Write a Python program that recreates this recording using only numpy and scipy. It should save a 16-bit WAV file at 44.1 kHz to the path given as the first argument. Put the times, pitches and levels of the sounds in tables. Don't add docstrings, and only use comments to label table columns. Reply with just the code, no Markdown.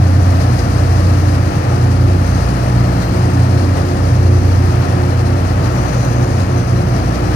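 import sys
import numpy as np
from scipy import signal
from scipy.fft import rfft, irfft
from scipy.io import wavfile
from scipy.ndimage import uniform_filter1d, minimum_filter1d

SR = 44100
rng = np.random.default_rng(int(sys.argv[2]) if len(sys.argv) > 2 else 0)


def master_out(mix):
    frames = np.transpose(np.atleast_2d(mix))
    ceiling = np.clip(frames, -1, 1)
    pcm = np.round(ceiling * 32767).astype(np.int16)
    wavfile.write(sys.argv[1], SR, pcm)


N = 324135
TIME_S = np.arange(N) / SR
BINS_HZ = np.fft.rfftfreq(N, 1 / SR)


def gain_of(db):
    return 10 ** (np.asarray(db) / 20)


def unit_rms(x):
    return x / np.sqrt(np.mean(abs(x) ** 2) + 1e-20)


def at_hz(table, hz):
    f_hz, value = np.transpose(table)
    return np.interp(np.log(hz + 1), np.log(f_hz + 1), value)


def follow(table):
    return np.interp(TIME_S, *np.transpose(table))


def drift(rate_hz, size=N):
    t_s = np.linspace(0, size / SR, num=8192)
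    f_hz = np.fft.rfftfreq(len(t_s), t_s[1])
    lowpass = np.exp(-np.minimum((f_hz / rate_hz) ** 2 / 2, 20)) * (f_hz > 0)
    slow = irfft(rfft(rng.standard_normal(len(t_s))) * lowpass)
    return np.interp(TIME_S[:size], t_s, unit_rms(slow))


def band_envelope(width_hz, size=N):
    return unit_rms(drift(width_hz / 2, size) + 1j * drift(width_hz / 2, size))


def add(mix, start_s, sound):
    part = mix[:, max(round(start_s * SR), 0):][:, :sound.shape[1]]
    part += sound[:, :part.shape[1]]


# f/Hz, level/dB
SHADE_DB = [(90, .5), (180, 1), (330, 2.2), (500, -1.6), (800, -1.7), (1300, -4.8), (2000, -11), (3200, -8),
            (4300, -19.8), (6000, -28), (8000, -21.8), (10000, -15), (11800, 0), (13000, -2), (15000, .5)]
# f/Hz, phase/rad
LEAD_RAD = [(60, 0.012), (170, 0.092), (400, 1.06), (750, 1.65), (1100, 3.2), (1500, 4.97), (1850, 6.1),
            (2800, 7.25), (4000, 11)]
def right_port(hz):
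    return gain_of(at_hz(SHADE_DB, hz)) * np.exp(-1j * at_hz(LEAD_RAD, hz))


# f/Hz, coherence/0-1
COHERENCE = [(100, 0.91), (280, 0.95), (450, 0.78), (750, 0.85), (1000, 0.64), (1250, 0.29), (1700, 0.29),
             (2600, 0.21), (4000, .12), (9000, .05)]
def noise(spectrum_db):
    left, unrelated = rfft(rng.standard_normal((2, N))) * gain_of(at_hz(spectrum_db, BINS_HZ))
    coherence = np.clip(at_hz(COHERENCE, BINS_HZ), 0, 1)
    right = (coherence * left + np.sqrt(1 - coherence ** 2) * unrelated) * right_port(BINS_HZ)
    pair = irfft(np.array([left, right]), N)
    return pair / pair[0].std()


def tone(hz, envelope):
    wave = envelope * np.exp(2j * np.pi * (hz * TIME_S[:len(envelope)] + rng.random()))
    return np.array([wave.real, (wave * right_port(hz)).real])


# f/Hz, start level/dB, fall/(dB/s)
EXHAUST_ORDERS = [(59.7, -24.5, .1), (89.9, -13.4, .55), (121.05, -17.2, .15)]
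# order f/Hz, offset/Hz, level re order/dB, crest t/s
ENGINE_BEATS = [(59.7, .61, .4, 4.22), (59.7, .2, -3, 2.36), (89.9, -.29, -3.5, 4.45),
                (89.9, .93, -4.2, 3.28), (89.9, -.48, -11, 4.29), (121.05, -1.22, -6.4, 3.45),
                (121.05, -1.43, -8, 3.39), (121.05, -2.1, -7, 3.79), (121.05, -6.54, -7.5, 3.546),
                (121.05, 4.31, -11.5, 3.685)]
def diesels(trim_db=0.28, wander_rad=0.28):
    out = np.zeros((2, N))
    for hz, db, fall_db_per_s in EXHAUST_ORDERS:
        others = sum(gain_of(beat_db) * np.exp(2j * np.pi * offset_hz * (TIME_S - crest_s))
                     for order_hz, offset_hz, beat_db, crest_s in ENGINE_BEATS if order_hz == hz)
        level = gain_of(trim_db + db - fall_db_per_s * TIME_S)
        wander = np.exp(1j * wander_rad * drift(0.45))
        out += tone(hz, level * (1 + others) * wander)
    return out


# f/Hz, level/dB, unsteadiness/0-1, nearest t/s
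MACHINE_TONES = [(179.4, -26.5, .45, 3.1), (180.4, -30, .45, 6.6), (240.5, -32, .5, 3.5),
                 (269.6, -26.5, .4, 2.3), (299.8, -27.5, .45, 1.5), (451.6, -40, .8, 3.5),
                 (473.8, -33, .3, 7.3), (481, -36, .5, .9), (539.4, -35.5, .35, 4.6), (720, -38, .7, 1)]
def hums(passing_s=2.2, waver_hz=1.8):
    out = np.zeros((2, N))
    for hz, db, unsteady, nearest_s in MACHINE_TONES:
        distance = np.hypot(1, (TIME_S - nearest_s) / passing_s)
        waver = unit_rms(1 - unsteady + unsteady * band_envelope(waver_hz))
        out += tone(hz, gain_of(db) / distance * waver)
    return out


# f/Hz, relative level/dB
FAN_TONES = [(356.2, -1), (358.9, 1.5)]
# t/s, level/dB
FAN_LEVEL_DB = [(0, -41), (1.4, -37), (1.9, -31), (2.7, -37.5), (3.3, -29.5), (5.2, -30.5), (5.75, -32.5),
                (6.1, -31.5), (7.35, -32)]
def fans(wander_rad=0.5):
    return sum(tone(hz, gain_of(follow(FAN_LEVEL_DB) + db) * np.exp(1j * wander_rad * drift(0.97)))
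               for hz, db in FAN_TONES)


# f/Hz, relative level/dB
RUMBLE_SPECTRUM_DB = [(12, -31), (25, -20), (45, -12.5), (70, -5.3), (105, -.5), (145, -3), (205, -11),
                      (280, -10.2), (335, -13.5), (420, -22), (800, -45), (2000, -100)]
def rumble(level_db=-18.0, heave_db=0.1, heave_hz=2.1):
    return noise(RUMBLE_SPECTRUM_DB) * gain_of(level_db + heave_db * drift(heave_hz))


# f/Hz, relative level/dB
ROAR_SPECTRUM_DB = [(50, -60), (220, -46), (400, -5.5), (520, -1.5), (700, -1), (800, -3), (950, -5),
                    (1300, -5.5), (1550, -10.5), (1800, -8.5), (2100, -13.5), (2500, -15.5), (3200, -22),
                    (7000, -43)]
# t/s, level/dB
ROAR_LEVEL_DB = [(0, -25.0), (0.45, -23), (1.3, -24), (1.7, -23), (2.0, -24.8), (2.55, -23), (3.8, -24),
                 (4.35, -25), (4.85, -22.5), (5.25, -24), (5.75, -22.5), (6.7, -24.5), (7.35, -22.5)]
def roar(load_db, trim_db=1.6, load_share=0.53):
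    return noise(ROAR_SPECTRUM_DB) * gain_of(follow(ROAR_LEVEL_DB) + trim_db + load_share * load_db)


# t/s in cycle, sigma/s, rise/dB
THROB_PULSES = [(.037, .016, 1.6), (.07, .015, 1.0), (.157, .02, 1.0)]
def throb_db(cycle_s=0.1871):
    load_db = np.zeros(N)
    for at_s, sigma_s, db in THROB_PULSES:
        offset_s = (TIME_S - at_s + cycle_s / 2) % cycle_s - cycle_s / 2
        load_db += db * np.exp(-(offset_s / sigma_s) ** 2 / 2)
    return load_db - load_db.mean()


# f/Hz, relative level/dB
HISS_SPECTRUM_DB = [(800, -60), (2500, -7.5), (3600, -6), (4200, 2.5), (5200, 1.8), (6300, -1), (7200, -6),
                    (7900, -8.5), (9000, -6.5), (10200, -8.5), (11200, -15), (13300, -20), (14800, -24),
                    (16000, -31)]
# t/s, level/dB
HISS_LEVEL_DB = [(0, -36.5), (0.55, -33.5), (2.1, -36), (2.4, -34.4), (2.8, -35.5), (3.7, -35),
                 (4.25, -36.5), (4.85, -35), (5.3, -36), (5.85, -35.5), (6.75, -37), (7.35, -35)]
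def grinding(load_db, hiss_trim_db=2.5, spin_hz=62.2, flutter_db=0.5, flicker_db=0.86, sputter_db=3.5):
    spin = np.cos(2 * np.pi * (spin_hz * TIME_S + 0.27 * drift(1)))
    contact_db = load_db + flutter_db * spin + flicker_db * drift(25)
    hiss = noise(HISS_SPECTRUM_DB) * gain_of(follow(HISS_LEVEL_DB) + hiss_trim_db)
    return (hiss + grit_rings() + squeals() * gain_of(sputter_db * spin)) * gain_of(contact_db)


# f/Hz, width/Hz, relative level/dB
WHINE_BANDS = [(11995, 70, 1.5), (13575, 50, -5), (14400, 90, 5)]
# t/s, level/dB
WHINE_LEVEL_DB = [(0, -63.5), (0.7, -55.1), (2.0, -60.4), (3.0, -55.5), (3.35, -63.4), (4.85, -57.0),
                  (5.25, -62.2), (5.9, -56.6), (6.3, -62.4), (7.35, -61.3)]
def whines(trim_db=-1.0, flutter_db=2.6):
    level_db = follow(WHINE_LEVEL_DB) + trim_db
    return sum(tone(hz, band_envelope(width_hz) * gain_of(level_db + db + flutter_db * drift(4)))
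               for hz, width_hz, db in WHINE_BANDS)


MODES_HZ = [4060, 4070, 4700, 5000, 4750, 5350, 5740, 6000, 5860, 7000, 8100, 9020, 9500, 10150]
def grit_rings(count=260, length_s=0.17, base_db=-47, spread_db=1.6, detune_span=0.0094):
    out = np.zeros((2, N))
    swell = signal.windows.hann(round(length_s * SR))
    for when, which, detune, softness in rng.random((count, 4)):
        hz = MODES_HZ[int(which * len(MODES_HZ))] * (1 + detune_span * (detune - 0.5))
        db = base_db + at_hz(HISS_SPECTRUM_DB, hz) - spread_db * np.log(softness + 0.05)
        add(out, when * TIME_S[-1], tone(hz, gain_of(db) * swell))
    return out


# start t/s, end t/s, f/Hz, width/Hz, level/dB
SQUEAL_BANDS = [(.3, .9, 4800, 122, -38), (.65, .9, 8290, 60, -45), (1.4, 1.66, 6350, 60, -44),
                (2.24, 2.47, 6330, 52, -35), (2.29, 4.2, 8270, 80, -46), (2.4, 2.75, 9720, 50, -46),
                (2.73, 2.92, 4320, 60, -38), (2.95, 3.2, 4190, 80, -36), (3.48, 3.67, 4270, 60, -38),
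                (3.6, 5.2, 6100, 120, -43), (5.4, 6.7, 6700, 450, -39), (5.6, 7.3, 6320, 80, -44),
                (5.7, 6.35, 6050, 160, -35), (5.93, 6.15, 6035, 60, -35), (6.46, 6.75, 6100, 160, -36),
                (5.6, 6.1, 5740, 150, -41), (6.5, 7.5, 5750, 130, -38)]
def squeals(trim_db=-1.5):
    out = np.zeros((2, N))
    for start_s, end_s, hz, width_hz, db in SQUEAL_BANDS:
        swell = signal.windows.cosine(round((end_s - start_s) * SR) + 2)
        envelope = gain_of(db + trim_db) * swell * band_envelope(width_hz, len(swell))
        add(out, start_s, tone(hz, envelope))
    return out


# t/s, level/dB
STONE_BITES = [(.408, -0.5), (1.289, 2), (1.457, 0.5), (2.373, 1.5), (2.836, -1.5), (3.029, 2),
               (3.158, 1.5), (3.595, 0.5), (3.78, 3.5), (4.073, 2), (4.844, 2), (5.66, 2.5), (5.942, 2.5),
               (6.057, 0.5), (6.406, 2), (6.589, 1), (6.978, 2)]
def bites_db(sigma_s=0.015):
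    return sum(db * np.exp(-((TIME_S - at_s) / sigma_s) ** 2 / 2) for at_s, db in STONE_BITES)


def scene():
    load_db = throb_db() + bites_db()
    return diesels() + hums() + fans() + rumble() + roar(load_db) + grinding(load_db) + whines()


def record(dry, ceiling=0.93, window_samples=900, cutoff_hz=15780):
    needed_gain = np.minimum(ceiling / (abs(dry).max(0) + 1e-9), 1)
    held_gain = minimum_filter1d(needed_gain, window_samples)
    limited = dry * uniform_filter1d(held_gain, window_samples)
    lowpass = signal.firwin(1023, cutoff_hz, window=("kaiser", 9), fs=SR)
    return signal.oaconvolve(limited, lowpass[None], "same")


dry = scene()
out = record(dry)
master_out(out)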